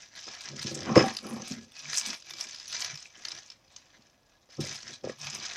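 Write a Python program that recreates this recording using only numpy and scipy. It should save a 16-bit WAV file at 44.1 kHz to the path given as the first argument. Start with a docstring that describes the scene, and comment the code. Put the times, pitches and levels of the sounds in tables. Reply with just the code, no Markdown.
"""Blister packs on a wooden table

Stiff plastic blister packs on card are handled and pushed over a hollow wooden table, heard close up.
The plastic crinkles in clumps of tiny clicks with ringing hollows; short rattles make snaps and foil ticks.
Friction grains and soft strikes make the table top ring; short echoes and quiet room noise lie around it."""
import sys
import numpy as np
from scipy import signal
from scipy.fft import rfft, irfft
from scipy.io import wavfile

SR = 44100
rng = np.random.default_rng(int(sys.argv[2]) if len(sys.argv) > 2 else 0)


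def nominal_scale(level):
    """Amplitude ratio for a level in decibels (scalar or array-like)."""
    x = np.asarray(level, float) / 20
    return 10 ** x


def int16_out(signal):
    """Quantize to a 16-bit WAV file."""
    q = np.round(np.clip(np.atleast_2d(signal).T, -1, 1) * 32767)
    wavfile.write(sys.argv[1], SR, q.astype(np.int16))


N = 245460   # length in samples

# knocks on the table: t/s, peak level/dB, strongest ring f/Hz, reach/octaves
KNOCK_EVENTS = [(.279, -36, 1200, 1.6), (0.648, -27.5, 219, 1.1), (0.912, -22, 201.5, 0.55),
                (.960, -25.5, 950, 0.62), (0.9621, -9.5, 530, 0.93), (0.9663, -6.5, 522, 0.7),
                (.967, -17, 145, 0.9), (.971, -13, 302, 0.94), (0.99, -15, 590, 5.2),
                (1.028, -22, 215, 0.77), (1.040, -19.5, 730, 0.5), (1.51, -38.5, 240, 1.2),
                (3.991, -54.5, 230, 1.12), (4.491, -53.5, 738, 0.92), (4.592, -30, 364, 0.35),
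                (4.602, -29.5, 148, 1.1), (5.042, -23.5, 553, 1.1), (5.072, -24, 570, 0.7),
                (5.096, -30, 560, 0.53), (5.114, -37, 580, 1.3)]
# ringing modes of table top and card: f/Hz, relative level/dB, nominal 60 dB decay/s (each use scales it)
TABLE_MODES = [(113.8, -26.5, 0.15), (145, 4, 0.11), (229.8, 2, 0.066), (251.8, -3, 0.12), (344, 8, 0.041),
               (396.7, 2, 0.07), (522, 0.5, 0.061), (560, 11.5, 0.016), (772, -7, 0.24),
               (1060, -1.5, 0.0401), (1270, 2.5, 0.033), (1630, -24.5, 0.037)]
# tone colour of the stiff plastic: f/Hz, relative level/dB
PLASTIC_COLOUR = [(290, -48.5), (500, -21.5), (804, -7), (1270, -5), (1430, -22.5), (1630, -13.5),
                  (2140, -10), (2360, -4.5), (2850, -4.5), (4260, -12), (5130, -1), (6100, -4), (9120, -31),
                  (11300, -45), (15500, -57.5)]


def rms_one(x):
    """Scales a sound to an rms of 1."""
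    return x / np.sqrt(np.mean(x ** 2) + 1e-20)


def in_time(rows, rise_db_per_s, fall_db_per_s, rest_db):
    """Each gesture swells, holds and fades; its other columns count as much as it sounds."""
    t = np.arange(0, N + 64, 64) / SR
    start, hold, db, *columns = np.transpose(rows)[:, :, None]
    # a gesture that opens within 12 ms of a knock starts almost at once
    jolted = np.abs(start - np.array(KNOCK_EVENTS)[:, 0]).min(1, keepdims=True) < .012
    rise = np.where(jolted, 2001.5, rise_db_per_s)
    level = db - rise * np.maximum(start - t, 0) - fall_db_per_s * np.maximum(t - start - hold, 0)
    power = nominal_scale(2 * np.maximum(level, -200))
    rest = nominal_scale(2 * rest_db)
    total = power.sum(0) + rest
    curves = [10 * np.log10(total)]
    for column in columns:
        curves.append(((column * power).sum(0) + np.median(column) * rest) / total)
    return [np.interp(np.arange(N) / SR, t, curve) for curve in curves]


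def drift(rate_hz):
    """Slow random wander with an rms of 1: noise through a two-pole low-pass."""
    r = np.exp(-2 * np.pi * rate_hz / SR)
    noise = rng.standard_normal(N + SR)
    return rms_one(signal.lfilter([1], [1, -2 * r, r * r], noise)[SR:])   # skip the filter's start


def colour(x, spectrum):
    """Minimum-phase filter that follows a spectrum, so that nothing sounds early."""
    size = 4096
    hz, db = np.transpose(spectrum)
    grid = np.maximum(np.arange(size // 2 + 1), 1) * SR / size
    cepstrum = irfft(np.log(nominal_scale(np.interp(np.log(grid), np.log(hz), db))))
    # folding the cepstrum onto its first half gives minimum phase
    cepstrum[1:size // 2] *= 2
    cepstrum[size // 2 + 1:] = 0
    return signal.fftconvolve(x, irfft(np.exp(rfft(cepstrum))))[:N]


def ring(force, hz, t60):
    """A unit click sets a sine of height 1 ringing; it fades by 60 dB in t60 seconds."""
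    r, w = nominal_scale(-60 / (t60 * SR)), 2 * np.pi * hz / SR
    return signal.lfilter([0, np.sin(w)], [1, -2 * r * np.cos(w), r * r], force + 1e-18)


def grains(per_s, spread_db, clump_db, clump_rate_hz):
    """Random clicks of uneven size that come in clumps; rms 1."""
    clumps = nominal_scale(clump_db * drift(clump_rate_hz))
    sizes = nominal_scale(spread_db * np.minimum(rng.exponential(1, N), 5)) * rng.choice([-1, 1], N)
    clicks = rng.random(N) < per_s / SR
    return rms_one(sizes * clumps * clicks)


def room_tone():
    """The quiet room: steady noise shaped by its spectrum."""
    # colour of the room noise: f/Hz, relative level/dB
    room_colour = [(18, -36), (30, 2.5), (108, 6.5), (187, 2.5), (316, 1.5), (432, -4), (547, 3.5),
                   (1520, -8.5), (5600, -17.5), (8290, -23), (15500, -24)]
    rms_db = -68.5
    return nominal_scale(rms_db) * rms_one(colour(rng.standard_normal(N), room_colour))


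def echoes(x):
    """Near surfaces give back a short dense tail, here fading noise."""
    level_db, t60_s = -11, .15
    t = np.arange(round(.25 * SR)) / SR
    tail = rng.standard_normal(len(t)) * nominal_scale(-60 * t / t60_s) * (t > .002)
    return nominal_scale(level_db) * signal.fftconvolve(x, tail / np.sqrt(np.sum(tail ** 2)))[:N]


def drag():
    """Friction shakes the table modes: the low one nearest the push's pitch hums, the upper by its share."""
    # pushes of the card: t/s, hold/s, rumble level/dB (lowered below for each group of modes),
    # share of upper modes level/dB, strongest low mode f/Hz
    pushes = [(.27, 0.024, -47.5, 2, 175), (.53, 0.015, -31.5, -6, 178), (.6, 0.007, -37.5, -13, 159),
              (.65, 0.17, -36, -0.5, 170), (.75, 0.038, -52, 8, 200), (.81, 0.091, -33.5, -1.5, 187),
              (.9, 0.091, -25.5, -2, 204), (.965, 0.013, -16.5, 9.5, 190), (1.02, 0.038, -33, 6.5, 230),
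              (1.1, .04, -45.5, 3, 240), (1.24, 0.19, -37, -0.5, 208), (1.51, 0.018, -29, -12.5, 203),
              (1.58, 0.05, -42, -7, 207), (1.68, 0.024, -61, 0, 206), (1.86, 0.03, -43.5, -26, 159),
              (2.08, 0.028, -43, -1.5, 208), (2.32, 0.048, -54.5, 2.5, 170), (2.46, 0.017, -61, 8, 232),
              (2.74, 0.063, -54, -9, 172), (2.87, 0.064, -53, -20, 151), (3.18, 0.026, -61, 3.5, 206),
              (3.31, 0.067, -59, 2, 150), (3.93, .08, -70.5, 9, 194), (4.59, 0.038, -28, -5, 165.1),
              (4.65, 0.046, -39, -7.5, 170), (4.72, 0.052, -48.5, -13, 172), (4.86, .07, -49.5, -2, 176),
              (5.04, .02, -32.5, -0.5, 186), (5.08, 0.018, -41, 1.5, 189), (5.22, .07, -44, -12, 155),
              (5.34, 0.088, -44, -4, 184), (5.54, 0.023, -66, 13, 238)]
    rumble_db, upper_db, hum_hz = in_time(pushes, rise_db_per_s=344.5, fall_db_per_s=300.0, rest_db=-77)
    rub = grains(per_s=2500, spread_db=5.5, clump_db=2.0, clump_rate_hz=28)
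    low, upper = 0, 0
    for hz, db, t60 in TABLE_MODES:
        if hz < 300:
            octaves_off = abs(np.log2(hz / hum_hz))
            near = nominal_scale(rumble_db - 3.5 - 30.0 * octaves_off)
            low = low + near * rms_one(ring(ring(rub, hz, 2.2 * t60), hz, 0.2 * t60))
        else:
            # longer and higher rings are scaled down
            upper = upper + nominal_scale(db) * ring(ring(rub, hz, 1.2 * t60), hz, 0.23 * t60) / (hz * t60)
    return low + nominal_scale(rumble_db + upper_db - 8.5) * rms_one(upper)


def knocks():
    """Each soft contact strikes all table modes, most those near its own ring; a resting hand damps them."""
    ring_share = .75   # share of the nominal decay time left under the hand
    landing_s, landing_rough = .004, .05   # fade time and size of the uneven force
    out, size = np.zeros(N), round(.3 * SR)
    t = np.arange(size) / SR
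    chance = rng.standard_normal((len(KNOCK_EVENTS), size))
    for (s, peak_db, ring_hz, octaves), rough in zip(KNOCK_EVENTS, chance):
        push = t * ring_hz * np.exp(-6.0 * t * ring_hz)   # one soft push, short for a high ring
        landing = landing_rough * rough * np.exp(-t / landing_s)
        # the contact spot couples to modes near its ring
        band = [ring_hz / 2 ** octaves, ring_hz * 2 ** octaves]
        reach = signal.butter(2, band, "band", fs=SR, output="sos")
        force = signal.sosfilt(reach, push + landing)
        sound = 0
        for hz, db, t60 in TABLE_MODES:
            gain = nominal_scale(db - 20 * abs(np.log2(hz / ring_hz)) / octaves)
            sound = sound + gain * ring(force, hz, ring_share * t60)
        at = round(s * SR)
        out[at:at + size] += (nominal_scale(peak_db) * sound / np.abs(sound).max())[:N - at]
    return out


def handling():
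    """The hand squeezes and shifts the packs: crinkle level, card share and foil share over time."""
    # squeezes: t/s, hold/s, crinkle level/dB, card rustle level/dB above it, foil sheen level/dB above it
    # (the crinkle uses both shares only as swings around their middle value)
    squeezes = [(0.0, .04, -51, -14.5, -21.5), (.07, .06, -62, -21.5, -28.5),
                (.17, 0.17, -47.5, -11, -28.5), (.3, 0.069, -49, 1, -33.5), (.4, .04, -47, -9, -23),
                (.46, .04, -46.5, -3.5, -26.5), (.53, .04, -51, -12.5, -32), (.6, .1, -40, -13.5, -13),
                (.74, 0.12, -50, -2, -15), (.87, 0.078, -48.5, 15, -38), (.958, 0.036, -30.5, 8.5, -19.5),
                (1.02, .05, -40, 5.5, -6), (1.09, .03, -47, 2, -17.5), (1.14, .05, -50, -5, -7.5),
                (1.25, .17, -53.5, 10, 0), (1.45, 0.088, -45, -9.5, -13), (1.59, .06, -58, -12, -15),
                (1.78, 0.13, -45.5, -9.5, -19), (1.93, 0.061, -39.5, -9.5, -7), (2.05, .09, -39, -8, -8),
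                (2.2, .06, -61, -20.5, -26), (2.29, 0.018, -43.5, -10, -18.5),
                (2.38, 0.068, -42.5, -10, -11), (2.49, .17, -47, -15.5, -31),
                (2.68, 0.016, -51, -25, -12.5), (2.73, .06, -38, -17, -18), (2.81, 0.044, -37.5, -7.5, -6),
                (2.88, .05, -44.5, -10.5, -22), (2.95, .04, -51, -7, -23.5), (3.02, .05, -55, -11, -18.5),
                (3.09, .04, -66.5, -11.5, -22), (3.16, 0.042, -56.5, -3.5, -15.5),
                (3.25, .14, -47, -7.5, -19.5), (3.42, 0.093, -56.5, -9, -21), (3.56, .12, -71, -5.5, -25.5),
                (3.72, .09, -62, -4, -16.5), (3.85, .2, -65.5, -3.5, -24), (4.07, .07, -69.5, -5.5, -21),
                (4.24, 0.46, -73, -5.5, -21.5), (4.5, 0.19, -57.5, -6, -18), (4.61, .15, -41, -11.5, -11.5),
                (4.79, .03, -52, -7.5, -28.5), (4.87, .06, -46.5, -10, -24), (4.95, .03, -62, -9.5, -31),
                (5.04, 0.041, -53.5, 2.5, -29), (5.09, 0.0236, -53.5, 3, -22),
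                (5.19, .01, -56.5, -8, -18.5), (5.23, .15, -41.5, -7, -15.5),
                (5.43, .14, -41.5, -7.5, -28.5)]
    # the packs still settle at rest
    return in_time(squeezes, rise_db_per_s=307, fall_db_per_s=290.0, rest_db=-76.0)


def small_snaps(count, strength_db, centre_hz):
    """Random rows like those of the loud snaps and ticks, as strong as the handling at their moment."""
    s = rng.uniform(.01, N / SR - .01, count)
    size, pitch = rng.standard_normal((2, count))
    db = strength_db[(s * SR).astype(int)] + 3.0 * size   # spread 3 dB
    return list(zip(s, db, centre_hz * 2 ** (.2 * pitch)))   # spread 0.2 octaves


def rattles(events, spectrum, fast_s, slow_s, cycles, broad):
    """A snap is a short rattle of the sheet: a brief ring at its own pitch and a broad crack."""
    size = 1024
    t, out = np.arange(size) / SR, np.zeros(N + size)
    swell = (t / .003) ** 3 / (1 + (t / .003) ** 3)   # the fold creaks up to its break
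    shape = swell * (np.exp(-t / fast_s) + 0.11 * np.exp(-t / slow_s))
    for (s, strength_db, hz), noise in zip(events, rng.standard_normal((len(events), size))):
        tone = ring(ring(noise * shape, hz, cycles / hz), hz, 1.0 / hz)
        crack = colour(noise * shape, spectrum)[:size]
        small_fold = signal.butter(1, 0.9 * hz, "high", fs=SR, output="sos")   # small folds lack depth
        crack = signal.sosfilt(small_fold, crack)
        burst = tone / np.abs(tone).max() + broad * crack / np.abs(crack).max()
        at = round((s - .002) * SR)   # the swell leads up to the event
        out[at:at + size] += nominal_scale(strength_db - 5.0) * burst / np.abs(burst).max()
    return out[:N]


def snaps():
    """The stiff sheet snaps in the presence range, the thin foil ticks above it."""
    # loud plastic snaps: t/s, strength level/dB (peak lies 5 dB lower before the filter), pitch f/Hz
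    loud_snaps = [(0.1535, -32.5, 4200), (0.2673, -32, 5330), (0.408, -24.5, 5000), (0.4563, -25, 5630),
                  (0.4868, -24, 5840), (0.5642, -25.5, 5950), (0.5924, -25, 5000), (0.6285, -22, 5020),
                  (0.669, -16, 5300), (0.6992, -39, 4820), (0.752, -25.5, 5340), (0.7746, -25, 5650),
                  (0.7904, -24, 6080), (0.8061, -22.5, 5800), (0.831, -25.5, 5100), (0.883, -28, 1510),
                  (0.9572, -12, 2140), (1.0587, -24, 5250), (1.1358, -33, 5400), (1.1493, -26.5, 5200),
                  (1.168, -16.5, 5040), (1.1867, -23, 4970), (1.2665, -29, 5050), (1.406, -37, 5760),
                  (1.4198, -23, 6050), (1.48, -35, 5700), (1.5199, -20, 5650), (1.719, -38, 3490),
                  (1.7509, -53.5, 5300), (1.7664, -32, 5200), (1.7918, -26, 5770), (1.8537, -27, 2390),
                  (1.8985, -21, 6230), (1.931, -22, 1860), (1.955, -22.5, 5040), (1.9924, -33, 5390),
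                  (2.0123, -21, 5100), (2.0613, -15, 6050), (2.1041, -18.5, 5450), (2.2233, -33, 5000),
                  (2.3364, -24, 5200), (2.4095, -15.5, 5570), (2.4409, -30, 2360), (2.546, -26, 5130),
                  (2.5646, -38, 5140), (2.599, -25.5, 5070), (2.6564, -32, 5120), (2.679, -24.5, 6020),
                  (2.715, -30, 5900), (2.7276, -19.5, 5340), (2.7655, -19.5, 5330), (2.822, -15, 5250),
                  (2.8462, -13, 5500), (2.9746, -27, 5300), (3.026, -28.5, 6000), (3.0552, -33, 2450),
                  (3.153, -36.5, 3020), (3.249, -32.5, 5000), (3.2515, -18, 4550), (3.2842, -19, 5260),
                  (3.3049, -30, 3960), (3.3176, -20, 5250), (3.5015, -26.5, 5410), (3.5197, -35, 5240),
                  (3.6795, -44.5, 4890), (3.7623, -49.5, 5940), (3.7634, -25, 6253), (4.569, -35, 6130),
                  (4.6044, -25, 6000), (4.6086, -29, 5360), (4.7212, -45, 5900), (4.7561, -29, 5350),
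                  (4.83, -28.5, 5330), (4.8783, -26.5, 5400), (4.9077, -28.5, 5980), (5.0365, -44.5, 5950),
                  (5.05, -29.5, 5570), (5.0943, -29, 1890), (5.212, -34, 6020), (5.2195, -28, 5390),
                  (5.3485, -20, 6200), (5.4005, -23.5, 4750), (5.433, -25, 6030), (5.4565, -28, 2320)]
    # thin-foil ticks, same columns: t/s, strength level/dB, pitch f/Hz
    loud_ticks = [(0.156, -50, 9370), (0.4095, -43, 8300), (0.5646, -63, 8420), (0.5876, -46, 8400),
                  (0.6165, -36.5, 8460), (0.627, -34, 8200), (0.6978, -51.5, 9400), (0.7513, -53.5, 9400),
                  (0.8819, -54.5, 9140), (0.9642, -46, 8300), (1.06, -35, 8900), (1.1353, -43, 9770),
                  (1.1642, -36, 10400), (1.2276, -47, 10200), (1.265, -40, 10600), (1.286, -39.5, 9550),
                  (1.296, -37, 9700), (1.3314, -38.5, 10000), (1.479, -33.5, 8700), (1.717, -49, 8260),
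                  (1.7509, -65, 9210), (1.956, -33, 10200), (1.995, -31, 8200), (2.0527, -63, 8910),
                  (2.0657, -28, 8100), (2.1894, -58, 8850), (2.2992, -42.5, 11200), (2.406, -38, 10670),
                  (2.5446, -51, 10500), (2.679, -38, 10400), (2.7192, -42.5, 8590), (2.845, -37, 11100),
                  (2.9744, -64.5, 8480), (3.24, -64, 8450), (3.2525, -48, 11200), (3.2847, -42.5, 9780),
                  (3.7623, -68, 8250), (4.6034, -38, 8200), (4.609, -34.5, 8300), (4.7566, -53, 8700),
                  (5.188, -45, 8330), (5.3453, -31, 8400)]
    # tone colour of the foil: f/Hz, relative level/dB
    foil_colour = [(4120, -35.5), (7000, -4), (8160, -11.5), (9480, -9.5), (11400, -19), (13700, -14),
                   (15500, -36.5)]
    level_db, _, sheen_db = handling()
    sheen_db = 0.39 * (sheen_db - np.median(sheen_db))   # small ticks follow part of the sheen's swing
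    stiff_events = [*loud_snaps, *small_snaps(330, level_db + 14.0, 5400.0)]
    foil_events = [*loud_ticks, *small_snaps(300, level_db + sheen_db - 10, 9500)]
    stiff = rattles(stiff_events, PLASTIC_COLOUR, fast_s=.0015, slow_s=0.0033, cycles=26.0, broad=.55)
    foil = rattles(foil_events, foil_colour, fast_s=0.00022, slow_s=0.0061, cycles=40.0, broad=0.53)
    dull = signal.butter(3, [700, 7500], "band", fs=SR, output="sos")
    bright = signal.butter(3, 7800, "high", fs=SR, output="sos")
    return signal.sosfilt(dull, stiff) + signal.sosfilt(bright, foil)


def hollow_rings(buckles, card_db, sheen_db):
    """Tiny buckles set the hollows of blisters and card ringing; the grip picks which low one sounds."""
    # hollows: f/Hz, nominal width/Hz (sets the decay times), relative level/dB
    hollows = [(943, 220, -4.5), (1302, 75, -12), (1686, 63, -4.5), (1994, 650, 2.5), (2296, 77, -1.5),
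               (2567, 100, -2.5), (3112, 120, -12.5), (4030, 960, 11), (4300, 130, -9.5), (5200, 340, 16.5),
               (5950, 230, 8.5), (6940, 120, -21), (8850, 220, -29), (10200, 92, -28), (11300, 290, -15.5)]
    # low hollow picked by the grip: t/s, f/Hz
    grip = [(0.0, 1940), (0.22, 1900), (0.29, 1540), (0.37, 2000), (0.43, 1500), (0.48, 2080), (0.84, 1800),
            (0.9, 1270), (1.16, 1980), (1.3, 1200), (1.39, 1270), (1.46, 2210), (1.53, 2450), (1.63, 1720),
            (1.81, 2450), (1.91, 1940), (2.23, 2540), (2.42, 2100), (3.08, 2364), (3.21, 1614),
            (3.29, 2080), (3.91, 2230), (4.0, 1810), (4.37, 1730), (4.7, 2210), (5.13, 1630), (5.19, 2500),
            (5.57, 2100)]
    grip_hz = np.interp(np.arange(N) / SR, *np.transpose(grip))
    out = 0
    for hz, width_hz, db in hollows:
        held_db = 0
        if hz < 2800:
            off_grip_db = np.minimum(30.0 * abs(np.log2(hz / grip_hz)), 9.0)
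            held_db = card_db * (1 if hz < 1500 else .45) - off_grip_db + 15.5
        elif hz > 8000:
            held_db = sheen_db
        twice = ring(ring(buckles, hz, 1.6 / width_hz), hz, 2.5 / width_hz)   # steep skirts
        wander_db = 4 * drift(9)
        out = out + nominal_scale(db + held_db + wander_db) * rms_one(twice)
    return rms_one(out)


def crinkle():
    """Tiny buckles in third-octave regions of the sheet, and the hollows that they set ringing."""
    level_db, card_db, sheen_db = handling()
    card_db, sheen_db = card_db - np.median(card_db), sheen_db - np.median(sheen_db)
    buckles = [grains(per_s=3500, spread_db=4.0, clump_db=2.5, clump_rate_hz=35) for _ in range(2)]
    # the foil crackles in stronger, slower clumps
    foil = grains(per_s=7000, spread_db=6.5, clump_db=11.0, clump_rate_hz=11)
    edges, regions = np.geomspace(480, 16000, 16), 0
    for k, (low, high) in enumerate(zip(edges, edges[1:])):
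        log_hz = np.log(low * high) / 2
        card_share = np.interp(log_hz, np.log([1250, 2000, 4200]), [1, .45, 0])
        sheen_share = np.interp(log_hz, np.log([7000, 10000]), [0, 1])
        wander_db = 0.48 * drift(11.0)   # regions wake and rest
        gain = nominal_scale(card_share * card_db + sheen_share * sheen_db + wander_db)
        sheet = buckles[0] + 0.56 * buckles[1] * (-1) ** k   # neighbouring regions differ
        mixed = (1 - .8 * sheen_share) * sheet + 2.5 * sheen_share * foil   # foil replaces sheet up high
        band = signal.butter(2, [low, high], "band", fs=SR, output="sos")
        regions = regions + signal.sosfilt(band, gain * mixed)
    sheet_sound = rms_one(colour(regions, PLASTIC_COLOUR))
    hollow_sound = nominal_scale(-3.0) * hollow_rings(buckles[1], card_db, sheen_db)
    return nominal_scale(level_db + 0.5) * (sheet_sound + hollow_sound)


def scene():
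    """Packs, table and the quiet room; the table radiates little deep bass."""
    room = room_tone()
    no_deep_bass = signal.butter(4, 90, "high", fs=SR, output="sos")
    table = signal.sosfilt(no_deep_bass, drag() + knocks())
    plastic = snaps() + crinkle()
    tail = echoes(plastic + .35 * table)   # the table feeds the echoes less
    return (plastic + table + tail + room)[None]


def low_pass(x):
    """Removes everything above the highest recorded frequency."""
    return signal.sosfilt(signal.butter(12, 15680, fs=SR, output="sos"), x)


def record(dry):
    """Turns the finished mix into the final sound."""
    return low_pass(dry)


dry = scene()
out = record(dry)
int16_out(out)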